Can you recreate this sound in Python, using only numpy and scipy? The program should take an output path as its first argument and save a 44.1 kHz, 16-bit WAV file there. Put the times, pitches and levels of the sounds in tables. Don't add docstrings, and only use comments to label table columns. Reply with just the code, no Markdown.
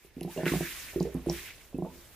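import sys
import numpy as np
from scipy import signal
from scipy.io import wavfile

SR = 44100
rng = np.random.default_rng(int(sys.argv[2]) if len(sys.argv) > 2 else 0)


def generate_wav(signal):
    frames = np.transpose(np.atleast_2d(signal))
    scaled = np.clip(frames, -1, 1) * 32767
    pcm = np.round(scaled).astype(np.int16)
    wavfile.write(sys.argv[1], SR, pcm)


N = 94815
T = np.arange(N) / SR


def from_db(db):
    return 10 ** (np.asarray(db) / 20)


def unit_rms(x):
    return x / np.sqrt(np.mean(x ** 2) + 1e-20)


def level(rows):
    return from_db(np.interp(T, *np.transpose(rows)))


def at_hz(rows, hz):
    freqs, values = np.transpose(rows)
    return np.interp(np.log(hz), np.log(freqs), values)


def drift(rate_hz):
    step, settle = 40, 2000
    pole = np.exp(-2 * np.pi * rate_hz * step / SR)
    white = rng.standard_normal(N // step + settle + 2)
    slow = signal.lfilter([1], [1, -2 * pole, pole * pole], white)[settle:]
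    return np.interp(np.arange(N) / step, np.arange(len(slow)), unit_rms(slow))


def noise(colour, flicker_db=0):
    # (frequency [Hz], correlation [0..1])
    likeness = [(30, 0.52), (200, 0.88), (700, 0.65), (1400, 0.73), (2800, 0.62), (5000, 0.067), (9000, 0),
                (15000, 0.067)]
    out, edges = 0, 22 * 2 ** np.arange(0, 9.6, .5)
    white = rng.standard_normal((2, 2, N))
    for k, (low, high) in enumerate(zip(edges, edges[1:])):
        if high < colour[0][0]:
            continue
        hz = np.sqrt(low * high)
        band = signal.butter(2, [low, high], "band", fs=SR, output="sos")
        mid, side = signal.sosfilt(band, white[k % 2])
        alike = at_hz(likeness, hz)
        gain = from_db(at_hz(colour, hz) + flicker_db * drift(23.7))
        out += gain * (np.sqrt(1 + alike) * mid + np.sqrt(1 - alike) * side * [[1], [-1]])
    return unit_rms(out)


def tone(peak_s, hz, db, t60, attack_s, rise_hz_per_s=0, hold_s=1, phase=np.pi):
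    out = np.zeros(N)
    span = slice(max(int((peak_s - .01) * SR), 0), int((peak_s + t60 * 1.5) * SR))
    t = T[span] - peak_s
    swell = np.sin(np.pi / 2 * np.clip(1 + t / attack_s, 0, 1)) ** 2
    decay = from_db(db - 60 * np.maximum(t, 0) / t60)
    choke = .5 - .5 * np.tanh((t - hold_s) / .002)
    out[span] = swell * decay * choke * np.cos(2 * np.pi * (hz + rise_hz_per_s * t / 2) * t + phase)
    return out


def resonate(x, modes):
    ring = 0
    for hz, width_hz, db in modes:
        r = np.exp(-np.pi * width_hz / SR)
        feedback = [1, -2 * r * np.cos(2 * np.pi * hz / SR), r * r]
        ring += from_db(db) * signal.lfilter(np.array([1, 0, -1]) * (1 - r * r) / 2, feedback, x + 1e-18)
    return x + ring


def room_tone():
    # (frequency [Hz], level [dB])
    floor_colour = [(25, 17), (100, 5), (200, -10.5), (400, -21), (800, -7.5), (1500, -24), (5000, -61),
                    (15000, -17)]
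    rumble_colour = [(22, -11), (35, -8), (62, -8.5), (100, -11.5), (170, -20.5), (350, -18), (700, -23),
                     (15000, -57)]
    # (time [s], level [dB])
    rumble_level = [(0, -65), (.25, -64), (.4, -55), (.95, -56), (1.2, -53), (1.45, -56), (1.7, -60),
                    (1.95, -57), (2.15, -59)]
    return from_db(-69) * noise(floor_colour) + level(rumble_level) * noise(rumble_colour)


def hiss():
    # (time [s], level [dB])
    first_level = [(0, -67.5), (.06, -80), (.12, -94), (.2, -66), (.28, -70), (.4, -45.5), (.44, -44),
                   (.5, -34.5), (.56, -40), (.6, -47), (.665, -37.5), (.7, -43), (.8, -48), (.91, -46.5),
                   (1.0, -55), (1.2, -60.5), (1.4, -82)]
    second_level = [(1.2, -64), (1.29, -57), (1.34, -43.5), (1.39, -42), (1.44, -50), (1.485, -43),
                    (1.52, -48.5), (1.55, -53), (1.62, -56.5), (1.71, -77), (1.85, -70), (2.15, -74)]
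    top_level = [(0, -70.5), (.06, -66.5), (.11, -77.5), (.2, -68.5), (.27, -67.5), (.32, -54),
                 (.44, -59.5), (.475, -45), (.7, -48), (.86, -51), (.97, -58), (1.1, -64), (1.25, -65),
                 (1.33, -50), (1.47, -53), (1.53, -62), (1.65, -63.5), (1.73, -69.5), (1.83, -70),
                 (1.95, -62), (2.15, -62.5)]
    # (frequency [Hz], level [dB])
    first_colour = [(600, -47), (900, -19), (1250, -22.5), (1700, -5), (2300, -2), (3000, -15), (4000, -3),
                    (6000, -31), (15000, -40)]
    second_colour = [(800, -15), (1500, -19), (1900, 18), (2450, 3), (3300, -2), (4700, -6), (7000, -18),
                     (15000, -23)]
    top_colour = [(1000, -4), (2500, 0), (3600, -2), (5500, -3.5), (7500, -0.5), (10000, -5), (13000, 3),
                  (15500, -27)]
    spurt_colour = [(600, -14), (1000, -3.5), (1350, 3.5), (1650, -8), (2300, -1), (3000, -11.5),
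                    (5000, -22), (15000, -35)]
    # (frequency [Hz], width [Hz], gain [dB])
    hollow_modes = [(1780, 170, 0.5), (2050, 15, 1.5), (2272, 19, -1.5), (2574, 23, -15)]
    middle = 0
    for course, colour in [(first_level, first_colour), (second_level, second_colour)]:
        middle += level(course) * unit_rms(resonate(noise(colour, flicker_db=2.5), hollow_modes))
    lean_left = from_db([[.75], [-.75]])
    top = level(top_level) * noise(top_colour, flicker_db=1.33) * lean_left
    spurt_s, spurt_db, attack_s, t60 = .455, -30.5, .013, .24
    age = T - spurt_s
    decay = from_db(spurt_db - 60 * np.maximum(age - attack_s, 0) / t60)
    spurt = np.clip(age / attack_s, 0, 1) * decay * noise(spurt_colour, flicker_db=7.5)
    return from_db(-3.5) * middle + from_db(6.5) * top + spurt


def ticks():
    # (time [s], pitch [Hz], ping [dB], crackle [dB], t60 [s])
    snaps = [(0.045, 10400, -60, -62, 0.038), (0.2096, 2800, -44, -45, 0.0097),
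             (.2094, 5900, -46, -50, 0.008), (.2095, 10500, -38, -56, 0.014),
             (0.2309, 4150, -46, -47, 0.023), (.2308, 11360, -39.5, -46, .02),
             (0.375, 2800, -40, -49, 0.043), (.4565, 2180, -40, -27, 0.01),
             (.4648, 1480, -29.5, -32, 0.058), (.479, 2020, -41, -27.5, 0.037),
             (1.002, 4770, -40, -38, 0.0067), (1.027, 6500, -60, -42.5, 0.025),
             (1.143, 10500, -59, -47.5, .03), (1.264, 10000, -45.5, -61, 0.022),
             (1.2977, 5600, -23, -31.5, 0.011), (1.303, 5700, -42.5, -54, 0.077),
             (1.299, 3980, -48, -47, 0.061), (1.746, 2600, -54.5, -68, 0.049), (.931, 10000, -51, -54, .02),
             (1.78, 11100, -56, -57, .05)]
    out, log_half_width, rough_db = 0, .26, 1.5
    for s, hz, ping_db, crackle_db, t60 in snaps:
        low, high = hz * np.exp([-log_half_width, log_half_width])
        band = signal.butter(2, [low, high], "band", fs=SR, output="sos")
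        decay = (T >= s) * from_db(-60 * np.minimum(np.abs(T - s) / t60, 2))
        burst = rng.standard_normal(N) * from_db(rough_db * drift(135)) * decay
        crackle = signal.sosfilt(band, burst + 1e-18) * np.sqrt(SR / 2 / (high - low))
        out += from_db(crackle_db) * crackle + tone(s, hz, ping_db, t60, attack_s=2 / hz)
    return out


def bubbles():
    # (time [s], pitch [Hz], rise [Hz/s], level [dB], t60 [s], hold [s])
    releases = [(.047, 384, 3000, -49.5, .04, .02), (.1675, 240, 6400, -35, 0.073, 0.024),
                (.18, 420, 9000, -42.5, 0.047, 0.0065), (1.751, 444, 7100, -42, 0.068, 0.027),
                (.277, 740, 7060, -44.5, 0.21, 0.033), (.362, 421, 7740, -38, 0.23, 0.058),
                (.376, 605.3, 990, -35, 0.3, 0.062), (.5188, 296, 2480, -22, 0.049, 0.016),
                (.9598, 335, 6250, -24, 0.082, 0.017), (0.983, 344, 3000, -42.5, 0.13, 0.0164),
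                (1.053, 417, 4550, -27.5, .06, .045), (1.075, 523, 4060, -39, 0.061, 0.036),
                (1.1485, 247, 1494, -26, 0.051, 0.048), (1.2693, 324, 3000, -22.5, 0.045, 0.068),
                (1.7445, 246.5, 6430, -29, 0.075, 0.043), (1.848, 634, 2500, -34.5, 0.066, 0.013),
                (1.858, 856, 2680, -45.5, 0.21, 0.068)]
    out, onset_s, lid_attack_s = 0, .00147, .011
    for s, hz, rise, db, t60, hold_s in releases:
        crest_s = s + onset_s + .25 / hz
        attack_s = 2 * onset_s + .25 / hz
        knock = tone(crest_s, hz * 1.694, db - 11.5, t60=.013, attack_s=attack_s, phase=0)
        chirp = tone(crest_s, hz, db, t60, attack_s, rise, hold_s, phase=0)
        thump = tone(crest_s, hz=156.6, db=db - 8.5, t60=.071, attack_s=attack_s, phase=0)
        lid = tone(s + lid_attack_s, hz=62.8, db=db - 16, t60=.49, attack_s=lid_attack_s)
        out += knock + chirp + thump + lid
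    return out


def bucket(gulps):
    # (frequency [Hz], width [Hz], gain [dB])
    bucket_modes = [(66.4, 2.7, 0), (129, 5.3, -15), (165, 4.6, -19), (255, 8, -3), (345, 7.5, 5),
                    (399, 8.6, 1), (456, 11, -2.5), (627, 21, -18.5)]
    return resonate(gulps, bucket_modes)


def plops():
    # (time [s], chamber pitch [Hz], hum [dB], knock [dB], pop [dB])
    openings = [(.2145, 166, -35.5, -29.5, -38.5), (.2505, 168, -30, -28, -41.5),
                (.2787, 181, -55, -34.5, -44), (.3775, 152, -33, -29.5, -38), (.4343, 164, -27, -25, -28.5),
                (.4655, 165, -26.5, -20, -28), (.520, 171, -33.5, -53, -38), (.538, 183, -33, -22, -25.5),
                (.5567, 163.5, -24.5, -23, -31), (.6085, 161, -30, -23.5, -28.5),
                (1.0083, 169, -22, -17.5, -27), (1.15, 166, -28.5, -34.5, -45),
                (1.288, 183.6, -37, -27, -36), (1.2997, 163, -28.5, -29.5, -28),
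                (1.7875, 169, -32, -24.5, -37), (1.8243, 167, -28, -25.5, -32)]
    # (frequency [Hz], gain [dB], t60 [s])
    pop_modes = [(665, 2, 0.011), (747, -11.5, 0.062), (1028, -18, 0.062)]
    out = 0
    for s, hz, hum_db, knock_db, pop_db in openings:
        hum = tone(s + 1 / hz, hz, hum_db, t60=.13, attack_s=.0096, rise_hz_per_s=860, hold_s=.034)
        knock = tone(s, hz=332.4, db=knock_db, t60=.025, attack_s=.003)
        out += hum + knock
        for mode_hz, db, t60 in pop_modes:
            pop_hz = mode_hz * (1 + .054 * rng.normal())
            out += tone(s, pop_hz, pop_db + db, t60, attack_s=.0023, phase=rng.uniform(0, 2 * np.pi))
    return out


def gurgles():
    # (time [s], length [s], level [dB], lowest pitch [Hz], highest pitch [Hz])
    swarms = [(0.363, 0.052, -37.5, 233, 744), (0.283, .05, -61, 295, 980), (.932, 0.022, -48.5, 334, 860),
              (1.064, 0.033, -45.5, 313, 636), (1.143, 0.059, -52.5, 406, 1370),
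              (1.2613, .007, -36, 500, 990), (1.73, .01, -44, 457, 770), (1.844, .035, -46.5, 277, 1040),
              (1.89, 0.11, -60, 122, 790)]
    out, per_s, ring_cycles, spread_db = 0, 570, 7.5, 6.5
    climb = .22
    for s, length, swarm_db, low_hz, high_hz in swarms:
        draws = rng.random((80, 4))[:int(length * per_s)]
        for k, (jitter, smallness, strength, turn) in enumerate(draws):
            delay = (k + jitter) / per_s
            hz = low_hz * (high_hz / low_hz) ** ((1 - climb) * smallness + climb * delay / length)
            db = swarm_db + spread_db * (2 * strength - 1)
            out += tone(s + delay, hz, db, t60=ring_cycles / hz, attack_s=1 / hz,
                        rise_hz_per_s=18 * hz, phase=2 * np.pi * turn)
    return out


def room(x):
    delay_s, build_s = .0055, .002
    age = np.maximum(T - delay_s, 0)
    build = 1 - np.exp(-age / build_s)

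    def fade(db, t60):
        return from_db(db) * unit_rms(build * from_db(-60 * np.minimum(age / t60, 10)))

    scatter, tail = fade(db=-16, t60=.21), fade(db=-17, t60=.3)
    response = noise([(100, .024), (15000, 0)]) * (scatter + tail) / np.sqrt(N)
    return signal.fftconvolve(x[None], response, axes=1)[:, :N]


def scene():
    airlock = bucket(bubbles() + plops() + gurgles())
    snaps = ticks()
    background = room_tone()
    close = airlock + snaps
    direct = np.array([close, np.roll(close, 1)])
    reverb = room(airlock + from_db(1) * snaps)
    return (direct + reverb + hiss() + background) * from_db([[-1.6], [1.1]])


def record(dry):
    return signal.sosfilt(signal.ellip(12, .1, 80, 15100, fs=SR, output="sos"), dry)


dry = scene()
out = record(dry)
generate_wav(out)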